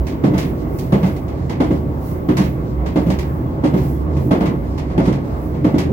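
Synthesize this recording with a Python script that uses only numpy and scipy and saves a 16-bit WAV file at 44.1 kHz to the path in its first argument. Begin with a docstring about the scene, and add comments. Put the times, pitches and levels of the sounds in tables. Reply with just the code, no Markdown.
"""Inside a running railway carriage. A two-axle bogie thumps twice over every rail joint: blows and a noise
shudder ring floor resonances, with a steel clack on top. Between joints, rolling drives a wandering drone
and resonant and steel-coloured noise. Loose metalwork rattles as decaying noise bursts and buzzes; thin
notes squeak; air hisses past the window in swells of treble noise, with two faint wavering high tones."""
import sys
import numpy as np
from scipy import signal
from scipy.fft import rfft, irfft, next_fast_len
from scipy.io import wavfile
from scipy.ndimage import uniform_filter1d, map_coordinates

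SR = 44100
rng = np.random.default_rng(int(sys.argv[2]) if len(sys.argv) > 2 else 0)


def makeup_ratio(level_db):
    """Linear amplitude ratio for a level in decibels (20 dB per factor of ten)."""
    decades = np.asarray(level_db, float) / 20
    return 10 ** decades


def dump_mix(stems):
    """Bounce the given channels to the path in sys.argv[1] as a 16-bit WAV at rate SR."""
    frames = np.atleast_2d(stems).T  # one column per channel
    limited = np.clip(frames, -1, 1)  # hard clip at full scale
    pcm = np.round(limited * 32767).astype(np.int16)
    wavfile.write(sys.argv[1], SR, pcm)


N = 261072

# wheels over rail joints, leading and trailing axle in turn:
# (time [s], relative thump level [dB], upper panels re lower [dB], relative clack level re thump [dB])
JOINTS = [(0.237, -1.5, -2.5, -31.5), (0.335, -7, -5, -27.5), (0.922, 0.5, -10, -31), (1.028, -2, -17, -31),
          (1.602, -3, 0.5, -28), (1.705, -4, -3.5, -34), (2.287, -2, -2, -31.5), (2.382, -2, -14, -33.5),
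          (2.958, -3.5, 1, -29), (3.062, -4, -6, -36), (3.637, -3.5, 4, -29.5), (3.736, -3.5, -2, -33.5),
          (4.309, -2, -3.5, -26), (4.405, -4.5, -7.5, -27.5), (4.978, -1.5, -4, -30.5),
          (5.073, -3, -7.5, -33.5), (5.644, -2, -1, -31.5), (5.74, -3.5, 4, -34.5)]
# floor panel and cabin air modes: (centre [Hz], relative width [Hz], rolling level [dB], struck level [dB])
FLOOR = [(133.4, 22.6, 2.5, -8), (185.4, 27.8, 1.5, 1), (198.5, 32.8, -0.5, -1), (247.4, 51, -4, -3.5),
         (304.8, 35.5, -2.5, 1), (377.3, 29, -6, -4), (423.6, 35.5, -12.5, -14), (495, 23, -13, -13),
         (549, 26.5, -13.5, -10.5), (644.6, 26.5, -15.5, -11)]


def unit(x):
    """Scale to rms 1."""
    return x / np.sqrt(np.mean(x ** 2) + 1e-20)


def along(points, hz):
    """Interpolate (Hz, value) points on a log frequency axis."""
    point_hz, value = np.transpose(points)
    return np.interp(np.log(hz + 1), np.log(point_hz + 1), value)


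def curve(rows):
    """Interpolate (s, value) rows to one value per sample."""
    s, value = np.transpose(rows)
    return np.interp(np.arange(N) / SR, s, value)


def wobble(rate_hz):
    """Smooth random curve with rate_hz random knots a second."""
    knots = rng.standard_normal(int(N * 40 / SR) + 4)
    return map_coordinates(knots, [np.arange(N) * rate_hz / SR])


def swells(steady_db, rows):
    """Steady gain plus smooth (middle s, half length s, dB) humps."""
    t = np.arange(N) / SR
    return makeup_ratio(steady_db) + sum(makeup_ratio(db) * np.exp(-((t - s) / half_s) ** 2) for s, half_s, db in rows)


def aftershake(peak_s, db):
    """Gain that swells for peak_s and dies away after every joint, summed in power."""
    s, thump_db = np.transpose(JOINTS)[:2, :, None]
    u = np.clip(np.arange(0, N + 64, 64) / SR - s, 0, None) / peak_s
    power = np.sum((makeup_ratio(thump_db + db) * u * np.exp(1 - u)) ** 2, axis=0)
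    return np.sqrt(np.interp(np.arange(N) / 64, np.arange(len(power)), power))


def filtered(x, response):
    """Multiply the spectrum of x by a complex response of frequency."""
    m = next_fast_len(x.shape[-1] + 8192)
    return irfft(rfft(x, m) * response(np.fft.rfftfreq(m, 1 / SR)), m)[..., :x.shape[-1]]


def resonances(modes):
    """Causal response of parallel (Hz, width Hz, dB) modes with alternating signs."""
    def response(hz):
        return sum((-1) ** k * makeup_ratio(db) * 1j * hz * width / (centre ** 2 - hz ** 2 + 1j * hz * width)
                   for k, (centre, width, db) in enumerate(modes))
    return response


def steel(colour):
    """Broad colour with the resonance peaks of wheel and rail on top."""
    # ringing steel: (centre [Hz], width [Hz], added peak re the broad noise [dB])
    peaks = [(640, 25, -3), (862, 25, -5), (920, 35, -5), (1130, 60, -6), (2031, 55, 2), (2097, 15, 3),
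             (2184, 60, -2), (2560, 25, -6), (2840, 25, -3), (3370, 35, -4)]
    return lambda hz: makeup_ratio(along(colour, hz)) * (
        1 + sum(makeup_ratio(db) / (1 + (2 * (hz - centre) / width) ** 2) for centre, width, db in peaks))


def pair(noise, gain):
    """Turn two unrelated noises into left and right by mid and side; mid has rms 1 and colour gain(Hz)."""
    # stereo likeness: (frequency [Hz], left-right correlation [-1 to 1])
    likeness = [(60, 0.99), (110, 0.95), (200, 1), (380, 0.53), (700, 0.44), (1290, -0.65), (2380, 0.11),
                (4400, -0.35), (8120, 0.092), (15000, -0.099)]

    def mid_side_gain(hz):
        alike = along(likeness, hz)
        return gain(hz) * [hz >= 0, np.sqrt((1 - alike) / (1 + alike))]

    mid, side = filtered(noise, mid_side_gain)
    return np.array([mid + side, mid - side]) / np.sqrt(np.mean(mid ** 2))


def rush(gain, patchy_db):
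    """Continuous stereo noise with time-frequency patches of random gain."""
    z = signal.stft(rng.standard_normal((2, N)), nperseg=512)[2]
    field = uniform_filter1d(rng.standard_normal(z.shape[1:]), size=6, axis=0)
    field = uniform_filter1d(field, size=10, axis=1)
    patchy = signal.istft(z * makeup_ratio(patchy_db * unit(field)), nperseg=512)[1][:, :N]
    return pair(patchy, gain)


def burst(gain, length, rise_s):
    """Sudden, uneven stereo clatter in which each frequency dies at its own speed."""
    # ring of struck metal, before the length factor: (frequency [Hz], nominal t60 [s])
    ring = [(500, 0.26), (2000, 0.34), (6000, 0.21), (15000, 0.21)]
    unevenness_db, fade_power = 1, 1.153  # a power over 1 holds before it fades
    t = np.arange(SR // 2) / SR
    hz, frame_s, z = signal.stft(pair(rng.standard_normal((2, len(t))), gain), SR, nperseg=128)
    t60_s = length * along(ring, hz)[:, None]
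    knocks_db = unevenness_db * unit(uniform_filter1d(rng.standard_normal(len(frame_s)), size=3))
    fade_db = -60 * (frame_s / t60_s) ** fade_power
    tail = signal.istft(z * makeup_ratio(knocks_db + fade_db), SR, nperseg=128)[1]
    return tail[:, :len(t)] * (1 - np.exp(-t / rise_s))


def add(track, s, sound):
    """Mix a sound into the track at time s."""
    track[:, round(s * SR):][:, :sound.shape[1]] += sound


def air():
    """Wind leaks round the window glass as gusting hiss and a higher noise edge; two faint tones waver."""
    # noise at the top of the treble: (time [s], relative level [dB])
    edge_level = [(0.0, -53), (0.26, -59), (0.58, -56), (1.0, -60), (1.53, -65), (2.28, -55), (2.7, -61),
                  (3.23, -57), (3.53, -62), (4.24, -66), (4.37, -64), (4.9, -73), (5.34, -64), (5.92, -63)]
    # its colour: (frequency [Hz], density [dB/Hz])
    edge_colour = [(12500, -40), (14000, -10), (14700, -1), (15900, 0)]
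    # gusts on the window: (middle [s], half length [s], relative level [dB])
    gusts = [(.44, .12, -52.5), (0.805, 0.11, -50), (1.093, 0.13, -52.5), (1.755, 0.092, -57),
             (2.097, 0.09, -49.5), (2.452, 0.11, -53), (3.074, 0.088, -54), (3.3, 0.13, -57.5),
             (3.793, 0.08, -54), (3.908, 0.087, -51.5), (4.246, .07, -53), (4.45, 0.12, -58),
             (4.66, 0.077, -66), (5.303, 0.11, -69), (5.458, 0.09, -57), (5.74, 0.064, -61)]
    # hiss colour: (frequency [Hz], density [dB/Hz])
    hiss_colour = [(2500, -43), (5000, -11), (8500, -12), (10000, -9), (12000, -3.5), (14000, -4.5),
                   (15900, 4.5)]
    # wavering high tones: (frequency [Hz], relative level [dB])
    whine = [(12499, -80), (14756, -79)]
    t = np.arange(N) / SR
    edge_gain = makeup_ratio(curve(edge_level))
    hiss_gain = swells(-67.5, gusts)
    out = np.zeros((2, N))
    for gain, colour in ((edge_gain, edge_colour), (hiss_gain, hiss_colour)):
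        flutter = makeup_ratio(5.5 + 0.8 * wobble(14))
        out += gain * flutter * rush(lambda hz: makeup_ratio(along(colour, hz)), patchy_db=0.7)
    for tone_hz, db in whine:
        phase = 1.4 * np.array([wobble(8), wobble(8.7)])  # left, right [rad]
        out += makeup_ratio(db + 3.5 * wobble(3.975)) * np.sin(2 * np.pi * tone_hz * t + phase)
    return out


def squeaks():
    """Something rubs briefly and sings a thin note of unsteady level and phase."""
    # squeaks: (middle [s], half length [s], frequency [Hz], relative level [dB])
    notes = [(2.627, .015, 3350, -70), (3.48, .065, 3376, -63), (3.97, .03, 3360, -66)]
    t = np.arange(N) / SR
    out = np.zeros((2, N))
    for s, half_s, note_hz, db in notes:
        gain = makeup_ratio(db + 3.5 + 1.7 * wobble(29.9)) * np.exp(-((t - s) / half_s) ** 4)
        phase = 1.6 * np.array([wobble(24.9), wobble(18.0)])  # left, right [rad]
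        out += gain * np.sin(2 * np.pi * note_hz * t + phase)
    return out


def rattles():
    """Loose fittings jump and shake out a bright clatter; a faint buzz swells after every joint."""
    # loose metalwork: (time [s], relative level [dB], ring length factor, left-right [dB], tilt [dB/octave])
    jumps = [(0.069, -33.5, 1.14, -1.5, 0.5), (0.3805, -26, 1.13, -0.5, 0.9),
             (0.7871, -40.5, 1.05, -2.5, 4.2), (1.062, -34.5, 1.06, 0, 0), (1.164, -39.5, 0.58, 0, 1),
             (1.2815, -38.5, 0.89, 1.0, -0.7), (1.497, -25.5, 1.03, -1.5, -1.9),
             (2.37, -24.5, 1.18, -1.5, 0.5), (2.438, -32, .8, -4, -1), (2.862, -28, 0.99, 0, -1.85),
             (3.1018, -23.5, 0.91, -1, -1.2), (3.1887, -30.5, 0.97, -2, 0.5), (3.774, -32, 1.6, -3, -2.1),
             (4.1671, -32, 1.24, 0, -2.5), (4.4573, -23.5, 0.85, 0.5, -2), (4.7795, -29.5, .86, -1, -1.06),
             (4.9018, -24, 1.7, 0, -5.5), (5.0559, -31.5, 0.7, -1, -0.2), (5.126, -29.5, .96, 0, -1.3),
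             (5.245, -48, .8, -10, -1.5), (5.5418, -28.5, 1.4, 1, -5), (5.7833, -24, 0.9, -0.5, 0.4)]
    # clatter colour before tilt: (frequency [Hz], density [dB/Hz])
    clatter_colour = [(590, 2), (1000, -1), (1430, -14), (1610, -8.5), (2090, -5.5), (3070, -11.5),
                      (3910, -14), (6270, -16), (8970, -25.5), (12000, -24), (15800, -33)]
    # shaken fittings colour: (frequency [Hz], density [dB/Hz])
    buzz_colour = [(1800, -16), (2800, 1.5), (4500, 3), (7000, -2.5), (10000, -9.5), (13000, -23)]
    out = np.zeros((2, N + SR))
    for s, db, length, pan_db, tilt_db in jumps:
        colour = lambda hz: makeup_ratio(along(clatter_colour, hz) + tilt_db * np.log2(hz / 4000 + 0.015))
        side_db = np.array([[0.5], [-0.5]]) * pan_db
        add(out, s - 0.002, makeup_ratio(db - 0.5 + side_db) * burst(colour, length, rise_s=0.0012))
    shaking = np.hypot(makeup_ratio(-68.5), aftershake(peak_s=0.028, db=-52)) * makeup_ratio(5.0 * wobble(15))
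    buzz = shaking * rush(lambda hz: makeup_ratio(along(buzz_colour, hz)), patchy_db=1.3)
    return out[:, :N] + buzz


def rolling():
    """Rough wheels on rough rail drive the body, the floor panels and the rail without pause."""
    # drone swells: (middle [s], half length [s], relative level [dB])
    drone_swells = [(.0, 0.039, -12.5), (.7, 0.041, -24.5), (1.764, 0.11, -28), (2.16, 0.04, -29),
                    (2.447, .05, -20), (2.793, 0.054, -16.5), (3.187, 0.16, -23), (3.937, 0.093, -22),
                    (4.137, 0.13, -16.5), (4.743, 0.15, -30), (5.05, .07, -23), (5.33, 0.065, -26),
                    (5.876, 0.2, -21)]
    # low body modes: (centre [Hz], width [Hz], level [dB])
    body_modes = [(48.4, 21.7, -8.5), (69, 25.3, -5.5), (97.3, 16.56, -6.5)]
    # floor panels between the joints: (time [s], relative level [dB])
    floor_level = [(0.0, -20.5), (0.61, -21.5), (1.02, -24), (1.38, -24.5), (1.65, -22.5), (4.12, -22.5),
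                   (4.44, -17), (4.66, -23.5), (5.62, -23), (5.92, -16.5)]
    # rail whirr colour: (frequency [Hz], density [dB/Hz])
    whirr_colour = [(260, -7.5), (450, 3.5), (556, 2.5), (615, -5.5), (673, 0.5), (730, -2), (997, -8.5),
                    (1090, -6.5), (1200, -13.5), (1450, -18), (2040, -23), (2550, -28), (5000, -51),
                    (6500, -77), (11000, -120)]
    drone_hz = 71.5 + 6 * wobble(6)
    drone_phase = 2 * np.pi * np.cumsum(drone_hz) / SR + 0.9 * wobble(16)
    drone = swells(-27, drone_swells) * makeup_ratio(1.75 * wobble(7)) * np.sin(drone_phase)
    boom = makeup_ratio(-27.5) * rush(resonances(body_modes), patchy_db=0.8)

    panels = resonances([mode[:3] for mode in FLOOR])
    floor_gain = np.hypot(makeup_ratio(curve(floor_level)), aftershake(peak_s=0.045, db=-20))
    floor_gain = floor_gain * makeup_ratio(0.86 * wobble(7.4))
    floor = floor_gain * rush(lambda hz: panels(hz) / (1 + (hz / 700) ** 4), patchy_db=-0.08)

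    whirr_gain = np.hypot(makeup_ratio(-35.5), aftershake(peak_s=0.023, db=-41)) * makeup_ratio(1.27 * wobble(12))
    whirr = whirr_gain * rush(steel(whirr_colour), patchy_db=1.3)
    return drone + boom + floor + whirr


def joints():
    """Each wheel drops into the gap: two blows and a rough shudder ring the floor panels; the steel clacks."""
    # leading, trailing axle: (shudder fade [s], ring length factor)
    axles = [(.056, 1.04), (.064, 1.07)]
    # leading, trailing axle: clack rise [s]
    clack_rise_s = .002, .004
    # wheel meets the rail end, then lands: (nominal delay [s], size re the shudder)
    blows = [(.002, 1.0), (.019, 0.61)]
    # clack colour: (frequency [Hz], density [dB/Hz])
    clack_colour = [(260, -61), (450, 4.5), (624, -5), (683, -2.5), (1010, -12), (1440, -20), (2120, -22.5),
                    (3260, -27), (4140, -32.5), (6760, -38), (8840, -46.5), (10600, -41), (15800, -49)]
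    out = np.zeros((2, N + SR))
    t = np.arange(SR // 2) / SR
    for k, (s, db, upper_db, clack_db) in enumerate(JOINTS):
        shudder_s, length = axles[k % 2]
        struck = resonances([(hz, 0.8 * width, level_db + upper_db * (hz > 230))
                             for hz, width, _, level_db in FLOOR])
        jolt = rng.standard_normal((2, len(t))) * np.exp(-(t / shudder_s) ** 2)  # holds, then fades
        for delay_s, size in blows:
            blow_s = delay_s * makeup_ratio(rng.normal(0, 1.5))
            jolt[0] += size * np.exp(-0.5 * ((t - blow_s) / 0.0005) ** 2)  # row 0 becomes mid
        thump = pair(jolt, lambda hz: struck(hz) / (1 + 1j * hz / 900) ** 2)
        clack = burst(steel(clack_colour), length, clack_rise_s[k % 2])
        add(out, s - 0.005, makeup_ratio(db - 19.5) * thump)
        add(out, s - 0.001, makeup_ratio(db + clack_db + 11) * clack)
    return out[:, :N]


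def scene():
    """All sources in the carriage."""
    return air() + squeaks() + rattles() + rolling() + joints()


def band_limit(x):
    """A steep low-pass at the top of the band."""
    return signal.sosfilt(signal.butter(12, 17100, fs=SR, output="sos"), x)


def record(dry):
    """Two channels differ in colour; low rumble and the extreme top are cut, the loudest peaks rounded off."""
    # channel difference: (frequency [Hz], left-right [dB])
    lean = [(60, -3.5), (130, -2.0), (290, -1), (640, -0.5), (1410, -1.5), (3100, 1), (6820, -2.0),
            (15000, -4)]
    low_hz, top_hz, ceiling = 27, 15850, 0.99

    def channel_response(hz):
        highpass = (1j * hz / low_hz / (1 + 1j * hz / low_hz)) ** 2
        side_db = np.array([[0.5], [-0.5]]) * along(lean, hz)
        return makeup_ratio(side_db) * highpass * (hz < top_hz)

    x = filtered(dry, channel_response)
    mix = x / (1 + np.abs(x / ceiling) ** 6) ** (1 / 6)
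    return band_limit(mix)


dry = scene()
out = record(dry)
dump_mix(out)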